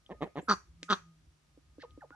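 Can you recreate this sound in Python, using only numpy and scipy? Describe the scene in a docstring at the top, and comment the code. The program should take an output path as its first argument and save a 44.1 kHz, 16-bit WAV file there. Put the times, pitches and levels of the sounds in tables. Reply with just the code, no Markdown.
"""A dirt yard with white ducks at a feeder: three low clucks run up to a loud quack, and a second quack follows.
Trains of pulses ring a resonant throat for the calls; single pulses make the soft pops and the bill ticks.
Gliding sines make thin squeaks, and filtered noise makes brief hiss. Decaying noise gives the yard's short answer.
One narrow tone rings faintly, an insect chirps, and a far engine drones over a low rumble."""
import sys
import numpy as np
from scipy import signal
from scipy.fft import rfft, irfft, next_fast_len
from scipy.io import wavfile
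from scipy.ndimage import map_coordinates

SR = 44100
rng = np.random.default_rng(int(sys.argv[2]) if len(sys.argv) > 2 else 0)


def store_pcm(level_fs):
    """Save levels as 16-bit WAV."""
    pcm = np.round(np.clip(level_fs, -1, 1) * 32767).astype(np.int16)
    wavfile.write(sys.argv[1], SR, np.atleast_2d(pcm).T)


N = 94815
TIME = np.arange(N) / SR
SIZE = 2048  # samples in one ringing pulse
LEAD = 256  # samples in a pulse ahead of its tap
GRID = np.fft.rfftfreq(SIZE, 1 / SR)  # Hz
SQUEAK_ROUGH, SQUEAK_FLUTTER_HZ = 0.59, 358.3  # depth of the flutter, its random knots a second


def amp(db):
    """A level in decibels is 20 times the logarithm of the amplitude ratio."""
    return 10 ** (np.asarray(db) / 20)


def unit(x):
    """Dividing by the root mean square gives a signal unit rms."""
    return x / np.sqrt(np.mean(x ** 2) + 1e-20)


def along(points, hz):
    """Points of (Hz, value) are interpolated on a logarithmic frequency axis."""
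    f, v = np.transpose(points)
    return np.interp(np.log(hz + 1), np.log(f + 1), v)


def wobble(rate):
    """Random modulation: a smooth curve through normal deviates, rate knots a second."""
    return map_coordinates(rng.standard_normal(4096), [TIME * rate], mode="wrap")


def filtered(x, response):
    """Linear filtering multiplies the spectrum by a response of frequency."""
    m = next_fast_len(N + SR // 2)
    spectrum = rfft(x, m) * response(np.fft.rfftfreq(m, 1 / SR))
    return irfft(spectrum, m)[..., :N]


def ringing(gain_db, early=0):
    """Impulse response: folding the cepstrum gives minimum phase; the share early builds up ahead of the tap."""
    cepstrum = irfft(np.log(np.maximum(amp(gain_db), 1e-6)))
    cepstrum[1:SIZE // 2] *= 2 * (1 - early)
    cepstrum[SIZE // 2 + 1:] *= 2 * early
    h = np.roll(irfft(np.exp(rfft(cepstrum))), LEAD)
    # equal energy whatever the colour: 0 dB is rms 1 over a quarter of a millisecond
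    return h / np.linalg.norm(h) * np.sqrt(SR / 1000) / 2


def puff(decay_s):
    """Exponential decay: a noise burst of energy 1 falls to 1/e in decay_s."""
    burst = rng.standard_normal(SIZE // 2) * np.exp(-np.arange(SIZE // 2) / SR / decay_s)
    return burst / np.linalg.norm(burst)


def add(out, s, sound):
    """Superposition: a sound is added in place so that its tap falls at s seconds."""
    part = out[max(round(s * SR) - LEAD, 0):][:len(sound)]
    part += sound[:len(part)]


def noise(spectrum, alike):
    """Interaural correlation: mid and side noise are mixed to the correlation alike, at rms 1."""
    mid, side = filtered(rng.standard_normal((2, N)), lambda hz: amp(along(spectrum, hz)))
    side = side * np.tan(np.arccos(np.clip(alike, 0, 1)) / 2)
    return unit(np.array([mid + side, mid - side]))


def engine():
    """Harmonic source: a fundamental and weak second harmonic share one unsteady phase and level."""
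    # Far engine. Each row: time in seconds, pitch in Hz, level in dB before the random swing.
    drone_curve = [(.68, 160.6, -80.5), (0.799, 169.4, -64.5), (1.099, 163.7, -64), (1.329, 152, -78),
                   (1.999, 145.5, -75)]
    s, hz, db = np.transpose(drone_curve)
    phase = 2 * np.pi * np.cumsum(np.interp(TIME, s, hz)) / SR + 0.45 * wobble(28)
    level = amp(np.interp(TIME, s, db) + 2.5 * wobble(20))
    return np.sqrt(2) * level * (np.sin(phase) + amp(-21.0) * np.sin(2 * phase))


def rumble():
    """Amplitude-modulated noise: a low band, nearly alike on both sides, swells at random."""
    # Colour of the rumble. Each row: frequency in Hz, relative level in dB.
    rumble_colour = [(35, -30.5), (61, 0.5), (75, -7), (200, -26.5), (350, -25.5), (600, -67.5)]
    mean_db, swell_db = -68.5, 4
    return amp(mean_db + swell_db * wobble(13)) * noise(rumble_colour, 0.93)


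def faint_hiss():
    """Stationary noise: a broad faint band, nearly uncorrelated between the sides."""
    # Colour of the steady hiss. Each row: frequency in Hz, relative level in dB.
    air_colour = [(100, -1.5), (1300, -6.5), (2500, -9), (5800, -11), (12000, -20.5), (13200, -47)]
    return amp(-75.5) * noise(air_colour, 0.1)


def insect():
    """Amplitude modulation: half-waves of a slow, uneven sine gate one high note into chirps."""
    # A far insect: pitch in Hz, mean chirps a second, peak level in dB before the random swing.
    chirper = (5780, 10.5, -87)
    pitch_hz, rate, db = chirper
    chirps = np.maximum(np.sin(2 * np.pi * rate * TIME + wobble(rate)), 0)
    note = np.sin(2 * np.pi * pitch_hz * TIME + wobble(SQUEAK_FLUTTER_HZ) / 2)
    return amp(db + 2 * wobble(rate)) * chirps * note


def ring():
    """Narrow-band tone: a sine of fixed frequency swells and fades around the calls."""
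    # Level of the thin tone. Each row: time in seconds, level in dB.
    swell = [(.05, -88), (0.199, -68.5), (0.721, -106.5), (.85, -71.5), (1.101, -74.5), (1.22, -99),
             (1.78, -86), (1.852, -69), (2.1, -80)]
    pitch_hz = 1240
    s, db = np.transpose(swell)
    return np.sqrt(2) * amp(np.interp(TIME, s, db)) * np.sin(2 * np.pi * pitch_hz * TIME)


def yard(x):
    """Reverberation: convolution with decaying noise gives quick scatter from ground and feeder, then a diffuse tail."""
    # Decay of the tail. Each row: frequency in Hz, time to fall 60 dB in seconds.
    tail_t60 = [(150, 0.17), (6000, 0.29)]
    # Colour of the tail. Each row: frequency in Hz, gain in dB.
    tail_colour = [(200, -18.5), (700, -12), (1300, -18.5), (2400, -5), (3600, -23.5), (10000, 6)]
    ground_db, ground_t60 = -13, 0.11  # gain of the scatter, seconds to fall 60 dB
    hz, t, z = signal.stft(rng.standard_normal((2, SR // 2)), SR, nperseg=256)
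    decay = amp(-60 * t / along(tail_t60, hz)[:, None])
    tail = signal.istft(z * decay, SR, nperseg=256)[1]
    late = signal.fftconvolve(x[None], tail / np.linalg.norm(tail[0]), axes=1)[:, :N]
    scatter = rng.standard_normal((2, N)) * amp(-60 * TIME / ground_t60)
    early = signal.fftconvolve(x[None], scatter / np.linalg.norm(scatter[0]), axes=1)[:, :N]
    return amp(ground_db) * early + filtered(late, lambda hz: amp(along(tail_colour, hz)))


def ticks():
    """Impact excitation: each dry click of a bill on grain is one band-limited snap and a little grit."""
    # Each row: time in seconds, level of the snap in dB, centre in Hz, half width in octaves.
    tick_rows = [(0.063, -46.5, 3290, 0.11), (0.8311, -29.5, 3710, 1.3), (1.908, -54.5, 3440, 0.2),
                 (2.106, -42, 1148, 0.25)]
    # Colour common to all ticks. Each row: frequency in Hz, relative level in dB.
    tick_colour = [(1200, -13), (1700, -6), (3000, -7.5), (6100, -8), (13000, -44.5)]
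    grit, grit_decay_s = 0.26, 0.0083
    out = np.zeros(N)
    for s, db, hz, width in tick_rows:
        band = -10 * np.log10(1 + (np.log2((GRID + 1) / hz) / width) ** 4)
        snap = amp(db) * ringing(along(tick_colour, GRID) + band)
        add(out, s, snap)
        add(out, s, grit * np.convolve(snap, puff(grit_decay_s)))
    return out


def pops():
    """Impulse response of a resonator: each soft pop is a single low pulse of the throat."""
    # Each row: time in seconds, level in dB.
    pop_rows = [(0.428, -40.5), (0.828, -37.5), (1.575, -43), (1.783, -35), (1.976, -35.5), (2.106, -42.5)]
    # Colour of the throat in a pop. Each row: frequency in Hz, relative level in dB.
    pop_colour = [(150, -27.5), (290, 13), (380, -1.5), (520, 5.5), (720, -20.5), (1200, -23.5),
                  (3000, -55.5)]
    out = np.zeros(N)
    for s, db in pop_rows:
        add(out, s, amp(db) * ringing(along(pop_colour, GRID)))
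    return out


def hiss():
    """Band-passed noise: short Gaussian swells of airy hiss, roughened by a random flutter."""
    # A thin puff before the first quack, then a rasp on a squeak. Each row: peak in seconds,
    # half length (to 1/e) in seconds, peak level in dB before flutter, lower and upper limit in Hz.
    puff_rows = [(0.457, 0.044, -82, 9090, 12000), (1.824, 0.019, -61.5, 1750, 5450)]
    out = np.zeros(N)
    for s, half, db, low_hz, high_hz in puff_rows:
        air = filtered(rng.standard_normal(N), lambda hz: (hz > low_hz) / (1 + (hz / high_hz) ** 10))
        out += amp(db) * unit(air) * np.exp(-((TIME - s) / half) ** 2)
    return out * (1 + SQUEAK_ROUGH * wobble(SQUEAK_FLUTTER_HZ))


def squeaks():
    """Frequency modulation: a sine follows each pitch glide, its amplitude fluttering at random."""
    # One curve for each squeak. Each row: time in seconds, pitch in Hz, level in dB before flutter.
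    squeak_curves = [
        [(.411, 6130, -85), (.424, 7544, -69), (.44, 8150, -80)],
        [(1.790, 1344, -78.5), (1.815, 2090, -57), (1.840, 1054, -55.5), (1.856, 866, -61)],
        [(1.826, 947, -88), (1.838, 508.4, -47), (1.858, 454, -84)],
        [(2.005, 2080, -86), (2.017, 1523, -59.5), (2.056, 730, -68)],
        [(2.020, 888, -63), (2.027, 827, -55), (2.047, 480, -54.5), (2.057, 430, -88)],
        [(2.112, 1392, -75), (2.134, 1456, -58), (2.152, 1490, -71)],
        [(2.120, 812, -80), (2.152, 850, -64.5)],
    ]
    out = np.zeros(N)
    for curve in squeak_curves:
        s, hz, db = np.transpose(curve)
        tone = np.sin(2 * np.pi * np.cumsum(np.interp(TIME, s, hz)) / SR)
        level = np.interp(TIME, s, amp(db), left=0, right=0)
        out += np.sqrt(2) * level * tone * (1 + SQUEAK_ROUGH * wobble(SQUEAK_FLUTTER_HZ))
    return out


def call(curve, throat_db, voice):
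    """Source and filter: syrinx pulses ring the throat, their treble a rasp of air; low resonances sink."""
    dull_below_db, dulling, sink, main_hz, rasp = voice
    rasp_from_hz, rasp_decay_s = 1400, .0022
    flutter_db, flutter_hz = 2, 450  # the treble colour varies from pulse to pulse; spacing of its knots
    build_up = .25  # share of the ringing that builds up ahead of the tap
    jitter_s, shimmer_db = .00009, .7  # random spread of pulse time and of pulse level
    s, hz, db = np.transpose(curve)
    out, t = np.zeros(N), s[0]
    octaves = abs(np.log2(np.maximum(GRID, GRID[1]) / main_hz))
    upper = GRID ** 4 / (GRID ** 4 + rasp_from_hz ** 4)
    airy = np.clip(rasp, 0, 1) * upper
    while t <= s[-1]:
        jitter, shimmer = rng.standard_normal(2)
        level_db = np.interp(t, s, db)
        progress = (t - s[0]) / (s[-1] - s[0])
        stretch = 1 + sink * (.5 - progress) * (1 - upper)
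        knots = rng.standard_normal(128)
        flutter = flutter_db * upper * map_coordinates(knots, [GRID / flutter_hz], mode="wrap")
        colour = np.interp(GRID / stretch, GRID, throat_db) + flutter
        # a weak pulse rings mostly the main resonance
        colour = colour - dulling * max(dull_below_db - level_db, 0) * octaves
        air = rfft(puff(rasp_decay_s), SIZE)
        pulse = rfft(-ringing(colour, build_up))
        pulse = irfft(pulse * (np.sqrt(1 - airy) + np.sqrt(airy) * air))
        add(out, t + jitter_s * jitter, amp(level_db + shimmer_db * shimmer) * pulse)
        t += 1 / np.interp(t, s, hz)
    return out


def clucks():
    """Low-pass radiation: a nearly shut bill muffles calls whose pulses quicken, then slow as they fade."""
    # One curve for each cluck. Each row: time in seconds, pitch in Hz, level in dB before shimmer.
    cluck_curves = [
        [(.0941, 133, -40), (.1074, 177.7, -31), (.1235, 209, -30.5), (.130, 244.4, -38), (.152, 176, -50)],
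        [(.2085, 144.7, -33), (.2235, 144.6, -17.5), (.2419, 187.6, -26), (.248, 253, -36), (.279, 154.4, -37)],
        [(.3573, 136.4, -31), (.3787, 148.7, -22.5), (.3969, 200.5, -28.5), (.414, 174, -49.5)],
    ]
    # Throat with the bill nearly shut. Each row: frequency in Hz, relative level in dB.
    shut_throat = [(60, -16.5), (155, 5), (570, 1), (800, -10), (1020, 0.5), (1300, -23.5), (1750, -9.5),
                   (2700, -21.5), (3800, -20.5), (5000, -46.5), (6500, -37.5), (9000, -56.5)]
    # Level in dB below which a pulse dulls, dulling in dB per octave for each dB, share by which
    # the low resonances sink, main resonance in Hz, rasp (limited to 0-1 in use).
    cluck_voice = (-29, 1, 0.93, 549.5, 1.5)
    return sum(call(curve, along(shut_throat, GRID), cluck_voice) for curve in cluck_curves)


def lead_in(s):
    """Frequency glide: a falling whistle swells to a peak at s seconds, where the pulses take over."""
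    # Length of the fall in seconds, first and last pitch in Hz, peak level in dB.
    whistle = (.012, 1500, 1250, -39)
    length, first_hz, last_hz, db = whistle
    hz = np.interp(TIME, [s - length, s], [first_hz, last_hz])
    swell = np.exp(-(2 * (TIME - s) / length) ** 2)
    return amp(db) * swell * np.sin(2 * np.pi * np.cumsum(hz) / SR)


def quacks():
    """Formants: open-billed calls sag in pitch, each with its own bright upper resonances."""
    # One curve for each quack. Each row: time in seconds, pitch in Hz, level in dB before shimmer.
    quack_curves = [
        [(.4846, 255.8, -22.5), (.4925, 210.4, -16), (.5116, 209.8, -11), (.5266, 191.9, -15.5),
         (.538, 173.6, -18), (.546, 240, -41)],
        [(.8917, 213.6, -28), (.9058, 211.6, -14.5), (.921, 190.7, -13), (.9316, 188.5, -13),
         (.946, 222.8, -28), (.972, 174.2, -56.5)],
    ]
    # Throat with the bill open. 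Each row: frequency in Hz, relative level in dB.
    open_throat = [(90, -28.5), (200, -3.5), (420, -9.5), (660, -18.5), (900, -11.5), (1250, 3),
                   (1650, -10), (2100, -26), (2850, -29), (3700, -22), (5200, -27), (5800, -22.5),
                   (8500, -51.5), (14000, -67.5)]
    # Upper resonances of the bill, one list a quack. Each row: centre in Hz, lift in dB, width in octaves.
    bill_resonances = [
        [(4590, 14.5, 0.089)],
        [(3430, 13.5, 0.29), (4500, 3.5, .08)],
    ]
    # Level in dB below which a pulse dulls, dulling in dB per octave for each dB, share by which
    # the low resonances sink, main resonance in Hz, rasp from 0 to 1.
    quack_voice = (-21, 0.7, 0.29, 1280.5, 0.65)
    out = np.zeros(N)
    for curve, bill in zip(quack_curves, bill_resonances):
        lift = sum(db * np.exp(-(np.log2((GRID + 1) / hz) / width) ** 2) for hz, db, width in bill)
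        out += call(curve, along(open_throat, GRID) + lift, quack_voice)
        out += lead_in(curve[0][0])
    return out


def scene():
    """Stereo localisation: level and phase differences set the close ducks a little to the right."""
    # Left over right. Each row: frequency in Hz, level difference in dB.
    balance = [(200, -1), (1300, -2.8), (2500, -2), (4200, 5.5), (6000, -1)]
    # Lag of the left side. Each row: frequency in Hz, phase in radians.
    left_lag = [(200, .2), (1500, .55), (4200, 1.9), (6000, 1.1)]
    ducks = quacks() + clucks() + squeaks() + hiss() + pops() + ticks()
    sides = np.array([[.5], [-.5]])  # each side takes half of the difference
    direct = filtered(ducks, lambda hz: amp(sides * along(balance, hz)) * np.exp(-1j * sides * along(left_lag, hz)))
    background = engine() + rumble() + faint_hiss()
    return direct + yard(ducks) + ring() + insect() + background


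def record(dry):
    """Band limitation: the top treble is dull, and nothing is kept from the band limit up."""
    # Top treble roll-off. Each row: frequency in Hz, gain in dB.
    top_rolloff = [(12000, 1.5), (14000, -26)]
    top_hz = 15600
    return filtered(dry, lambda hz: amp(along(top_rolloff, hz)) * (hz < top_hz))


dry = scene()
out = record(dry)
store_pcm(out)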